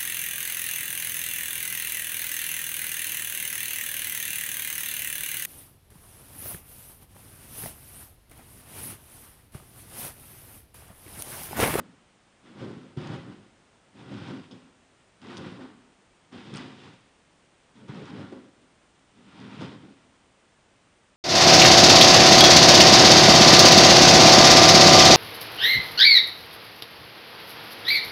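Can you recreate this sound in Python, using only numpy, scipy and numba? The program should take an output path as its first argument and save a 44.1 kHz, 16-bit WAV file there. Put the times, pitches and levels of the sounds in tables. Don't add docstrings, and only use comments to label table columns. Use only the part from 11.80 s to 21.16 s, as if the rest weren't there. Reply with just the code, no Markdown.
import sys
import numpy as np
from scipy import signal
from scipy.fft import rfft, irfft, next_fast_len
from scipy.io import wavfile
from scipy.ndimage import uniform_filter1d
from numba import njit

SR = 44100
rng = np.random.default_rng(int(sys.argv[2]) if len(sys.argv) > 2 else 0)


def dump_mix(stems):
    frames = np.atleast_2d(stems).T
    limited = np.clip(frames, -1, 1)
    pcm = np.round(limited * 32767).astype(np.int16)
    wavfile.write(sys.argv[1], SR, pcm)


N = 412776

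# time_s, drum_db, scratch_db
PULLS = [
    [(0.0, -36, -51), (0.028, -49, -63), (0.034, -48.5, -60.5), (0.12, -57.5, -68)],
    [(0.6, -71, -79), (0.668, -54.5, -54.5), (0.768, -46.5, -58), (0.798, -47, -47.5), (0.832, -36, -47.5),
     (0.958, -46, -55), (0.976, -45, -57), (1.076, -55, -63.5), (1.14, -60.5, -66)],
    [(1.165, -45, -69), (1.175, -34.5, -49), (1.235, -39.5, -47), (1.335, -36, -44.5),
     (1.363, -42.5, -46.5), (1.453, -49.5, -57), (1.493, -43, -56), (1.553, -54, -59.5), (1.6, -56, -64)],
    [(2.12, -81, -79), (2.146, -58, -65), (2.198, -49, -54.5), (2.27, -49, -55), (2.324, -39.5, -48.5),
     (2.538, -38.5, -50), (2.648, -51.5, -58.5), (2.674, -56, -61), (2.69, -50, -63)],
    [(2.695, -54, -66), (2.715, -49, -54), (2.735, -48, -59), (2.84, -60.5, -66)],
    [(3.4, -66, -74), (3.422, -54, -56), (3.438, -49, -54), (3.504, -43, -46.5), (3.652, -43.5, -47),
     (3.68, -40.5, -48), (3.76, -49.5, -53.5), (3.785, -50, -57)],
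    [(3.79, -44, -58), (3.814, -45, -48), (3.852, -42, -54), (3.87, -49.5, -55.5), (3.95, -56, -63)],
    [(4.515, -60, -68), (4.529, -50, -52), (4.561, -45, -53.5), (4.613, -49.5, -52.5), (4.721, -42.5, -53),
     (4.735, -41.5, -52), (4.751, -40, -45), (4.965, -54, -56), (5.079, -50, -54), (5.125, -60, -64),
     (5.143, -56, -62), (5.18, -64, -66)],
    [(5.93, -70, -81), (5.958, -55, -63), (5.974, -47, -62), (6.072, -49, -61), (6.092, -35, -46),
     (6.13, -39, -53.5), (6.15, -35.5, -49.5), (6.262, -45, -51), (6.404, -40, -48.5), (6.505, -51, -58)],
    [(6.51, -54, -60), (6.526, -38, -53), (6.552, -48.5, -57), (6.576, -45.5, -57), (6.7, -58, -69)],
    [(7.33, -66, -72), (7.34, -70, -79), (7.364, -58, -66.5), (7.556, -50, -56.5), (7.582, -51, -54.5),
     (7.61, -41.5, -51), (7.722, -45, -53.5), (7.836, -35.5, -43), (7.868, -41.5, -47.5), (7.98, -43, -58),
     (8.14, -54.5, -66), (8.162, -65, -75), (8.17, -57.5, -63.5)],
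]
# pitch_hz, cushion_modes_db, handle_db, pins_db
GRIPS = [(205, -14, -17.5, -9), (193, -2.5, -18.5, -7.5), (206, -2.5, -11, -7), (195, -6.5, -11.5, -5),
         (232, -3.5, -17, -5.5), (199, -4, -12.5, -4.5), (221, -6, -24, -9.5), (198, -5.5, -12.5, -3),
         (205, -9, -13, -6), (233, -1.5, -22.5, -8), (197.5, -8.5, -14.5, -5.5)]
# frequency_hz, bandwidth_hz, gain_db
CUSHION_MODES = [(255.4, 14.5, -2), (317.5, 44, 2.5), (356.6, 42, 4.5), (500, 30.4, -8.5), (538, 26, -4.5)]
HANDLE_MODES = [(73, 30, -5), (103.5, 61, -1.5), (144, 31, 2)]
PADDLE_MODES = [(755, 113, 1), (962, 123, 4), (1126, 196, 2.5), (1446, 290, 1.5), (2000, 240, -8.5)]
PIN_MODES = [(2375, 940, 7), (3510, 1000, 7.5), (5080, 990, 2), (6330, 5000, -10.5)]
SQUEAK_MODES = [(3000, 300, -6), (3450, 250, 0), (5200, 300, -6), (6500, 300, -20)]
# frequency_hz, gain_db, t60_s
ROOM_MODES = [(210, -10, 0.95), (305, -23, 0.75)]
# frequency_hz, relative_density_db
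HISS_SPECTRUM = [(15, -26.5), (25, -8.5), (91, -3.5), (202, -3), (265, -4.5), (481, -7), (532, -6.5),
                 (617, -7.5), (1300, -11), (3100, -15), (4510, -21), (9500, -22.5), (12400, -68),
                 (20900, -120)]
# start_s, peak_db, relative_crack_db
TICKS = [(0.788, -56, -14), (0.846, -51, -11), (1.1722, -47, -10), (1.2141, -46, -13), (1.2725, -38, -14),
         (2.3401, -45, -16), (2.5187, -50, -10), (3.417, -47, -14), (3.469, -50, -15), (3.5698, -34, -21),
         (3.5758, -36, -8), (3.5803, -36, -14), (4.5276, -49, -16), (4.7387, -37, -11), (4.7486, -36, -15),
         (4.758, -37, 2.5), (4.767, -35, -6), (4.7714, -31, -10), (4.7802, -34, -16), (6.0823, -51, -20),
         (6.2557, -46, -18), (7.6006, -45, -17), (7.817, -38.5, -15)]
# start_s, peak_db, pitch_hz
THUMPS = [(0.823, -29.5, 148), (0.967, -37.5, 159), (1.170, -24, 139), (1.297, -27.5, 153),
          (1.328, -30, 164), (2.305, -44, 179), (2.706, -45, 200), (2.714, -46.5, 227), (3.603, -39, 270),
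          (3.665, -32, 208), (3.833, -42, 233), (4.725, -30, 144), (6.09, -27.5, 145), (6.33, -36, 180),
          (6.385, -31.5, 161), (6.52, -34.5, 285), (7.787, -39, 145), (7.817, -30.5, 262)]


def undb(db):
    return 10 ** (np.asarray(db) / 20)


def level(x, db=0):
    return x * undb(db) / np.sqrt(np.mean(x ** 2))


@njit
def resonator(x, hz, width_hz):
    centre_hz = hz * np.ones(len(x))
    y, band, low = np.empty(len(x)), 0., 0.
    for i in range(len(x)):
        step, damping = np.tan(np.pi * centre_hz[i] / SR), width_hz / centre_hz[i]
        velocity = (band + step * (x[i] - low)) / (1 + step * (step + damping))
        band, low = 2 * velocity - band, low + 2 * step * velocity
        y[i] = damping * velocity
    return y


def body(force, modes):
    return level(sum((-1) ** k * undb(db) * resonator(force, hz, width_hz)
                     for k, (hz, width_hz, db) in enumerate(modes)))


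def wander(rate_hz):
    hold = int(SR / rate_hz)
    steps = np.repeat(rng.standard_normal(N // hold + 1), hold)
    return 1.9 * uniform_filter1d(uniform_filter1d(steps, hold), hold)[:N]


def slips(per_s, spread_db, patchy_db):
    timing, strength, direction = rng.random((3, N))
    size = undb(spread_db * np.minimum(-np.log(1 - strength), 3.5))
    return (timing < per_s / SR) * size * np.sign(direction - .5) * undb(patchy_db * wander(35))


def pull_envelope(column):
    catch_db_per_s, release_db_per_s = 9000, 74
    t, envelope = np.arange(N) / SR, np.full(N, -200.)
    for pull in PULLS:
        times, levels = np.transpose(pull)[[0, column]]
        attack = levels[0] - catch_db_per_s * (times[0] - t)
        slide = np.interp(t, times, levels) - release_db_per_s * np.maximum(t - times[-1], 0)
        envelope = np.where(t < times[0], np.maximum(envelope, attack), slide)
    return envelope


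def even_out(x):
    swing = np.sqrt(uniform_filter1d(x ** 2, int(0.017 * SR)) + 0.26)
    return level(x / swing ** 0.98)


def brushing():
    drum_db, scratch_db = pull_envelope(column=1), pull_envelope(column=2)
    regrip_s = [pull[0][0] - .005 for pull in PULLS[1:]]
    pull_index = np.searchsorted(regrip_s, np.arange(N) / SR)
    pitch_hz, modes_db, handle_db, pins_db = np.array(GRIPS)[pull_index].T
    tugs = slips(per_s=1500, spread_db=1.5, patchy_db=-3.5)
    note_hz = pitch_hz + 10.5 * wander(20)
    cushion_note = level(resonator(resonator(tugs, note_hz, 100), note_hz, 170))
    fine_slips = slips(per_s=6000, spread_db=2, patchy_db=0.73)
    firm_drum_db, firm_scratch_db = -44, -51
    effort_db = np.clip(drum_db - firm_drum_db, -15, 15)
    touch_db = np.clip(scratch_db - firm_scratch_db, -10, 10)
    layers = [(cushion_note, drum_db - 2.5, .8),
              (body(tugs, CUSHION_MODES), drum_db + modes_db + 0.07 * effort_db, 1.07),
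              (body(tugs, HANDLE_MODES), drum_db + handle_db - 0.04 * effort_db, 1.84)]
    layers = [(even_out(x), db, waver_db) for x, db, waver_db in layers]
    layers += [(body(fine_slips, PADDLE_MODES), scratch_db - 2.5, 0.49),
               (body(fine_slips, PIN_MODES), scratch_db + pins_db - 0.12 * touch_db, .4)]
    return sum(x * undb(db + waver_db * wander(20)) for x, db, waver_db in layers)


def room(x):
    tail_t60_s, tail_db, cutoff_hz = 0.37, -15, 3350
    t = np.arange(SR) / SR
    tail = signal.lfilter(*signal.butter(1, cutoff_hz, fs=SR), rng.standard_normal(SR))
    tail *= undb(-60 * t / tail_t60_s) * (t > .006)
    response = undb(tail_db) * tail / np.sqrt(np.sum(tail ** 2))
    for hz, db, t60_s in ROOM_MODES:
        decay = undb(-60 * t / t60_s)
        response += undb(db) * np.sin(2 * np.pi * hz * t) * decay * 2 / np.sum(decay)
    return x + signal.fftconvolve(x, response)[:N]


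def hiss():
    size = next_fast_len(N)
    hz, db = np.transpose(HISS_SPECTRUM)
    bin_hz = np.maximum(np.arange(size // 2 + 1) * SR / size, 1)
    colour = undb(np.interp(np.log(bin_hz), np.log(hz), db))
    return level(irfft(rfft(rng.standard_normal(size)) * colour, size)[:N], db=-62)


def ticks():
    burst_t60_s, pins_hz = 0.01, np.array([3000, 4640])
    out, t = np.zeros(N + SR), np.arange(SR // 10) / SR
    for start_s, peak_db, crack_db in TICKS:
        long_pin_hz, short_pin_hz = pins_hz * np.exp(.08 * rng.standard_normal(2))
        burst = rng.standard_normal(len(t)) * undb(-60 * np.maximum(t - .001, 0) / burst_t60_s)
        knock, long_pin, short_pin, crack = (
            resonator(resonator(burst, hz, width_hz), hz, 2 * width_hz)
            for hz, width_hz in ((1400, 900), (long_pin_hz, 1500), (short_pin_hz, 1500), (8200, 2500)))
        tick = level(knock, -5.5) + level(long_pin) + level(short_pin, -3.5) + level(crack, crack_db)
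        out[int(start_s * SR):][:len(t)] += undb(peak_db) * tick / np.max(np.abs(tick))
    return out[:N]


def thumps():
    t60_cycles, upper_ratio, upper_db = 8.6, 2.6, -14
    out, t = np.zeros(N + SR), np.arange(SR // 4) / SR
    for start_s, peak_db, pitch_hz in THUMPS:
        phase = 2 * np.pi * pitch_hz * t
        ring = np.sin(phase) + undb(upper_db) * np.sin(upper_ratio * phase)
        swell = (1 - np.exp(-t / 0.005)) ** 2
        thump = ring * swell * undb(-60 * t * pitch_hz / t60_cycles)
        out[int(start_s * SR):][:len(t)] += undb(peak_db) * thump / np.max(np.abs(thump))
    return out[:N]


def squeak():
    start_s, level_db = 2.7105, -50.5
    rise_s, fade_after_s, t60_s = .002, .009, .06
    t = np.arange(N) / SR - start_s
    envelope = np.clip(t / rise_s, 0, 1) * undb(-60 * np.clip(t - fade_after_s, 0, 1) / t60_s)
    return undb(level_db) * envelope * body(rng.standard_normal(N), SQUEAK_MODES)


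def scene():
    bass_cut = signal.butter(3, 62, "high", fs=SR, output="sos")
    brush = signal.sosfilt(bass_cut, brushing() + thumps() + ticks() + squeak())
    return (room(brush) + hiss())[None]


def record(dry):
    cutoff_hz = 9700
    return signal.sosfilt(signal.ellip(8, .3, 45, cutoff_hz, fs=SR, output="sos"), dry)


dry = scene()
out = record(dry)
dump_mix(out)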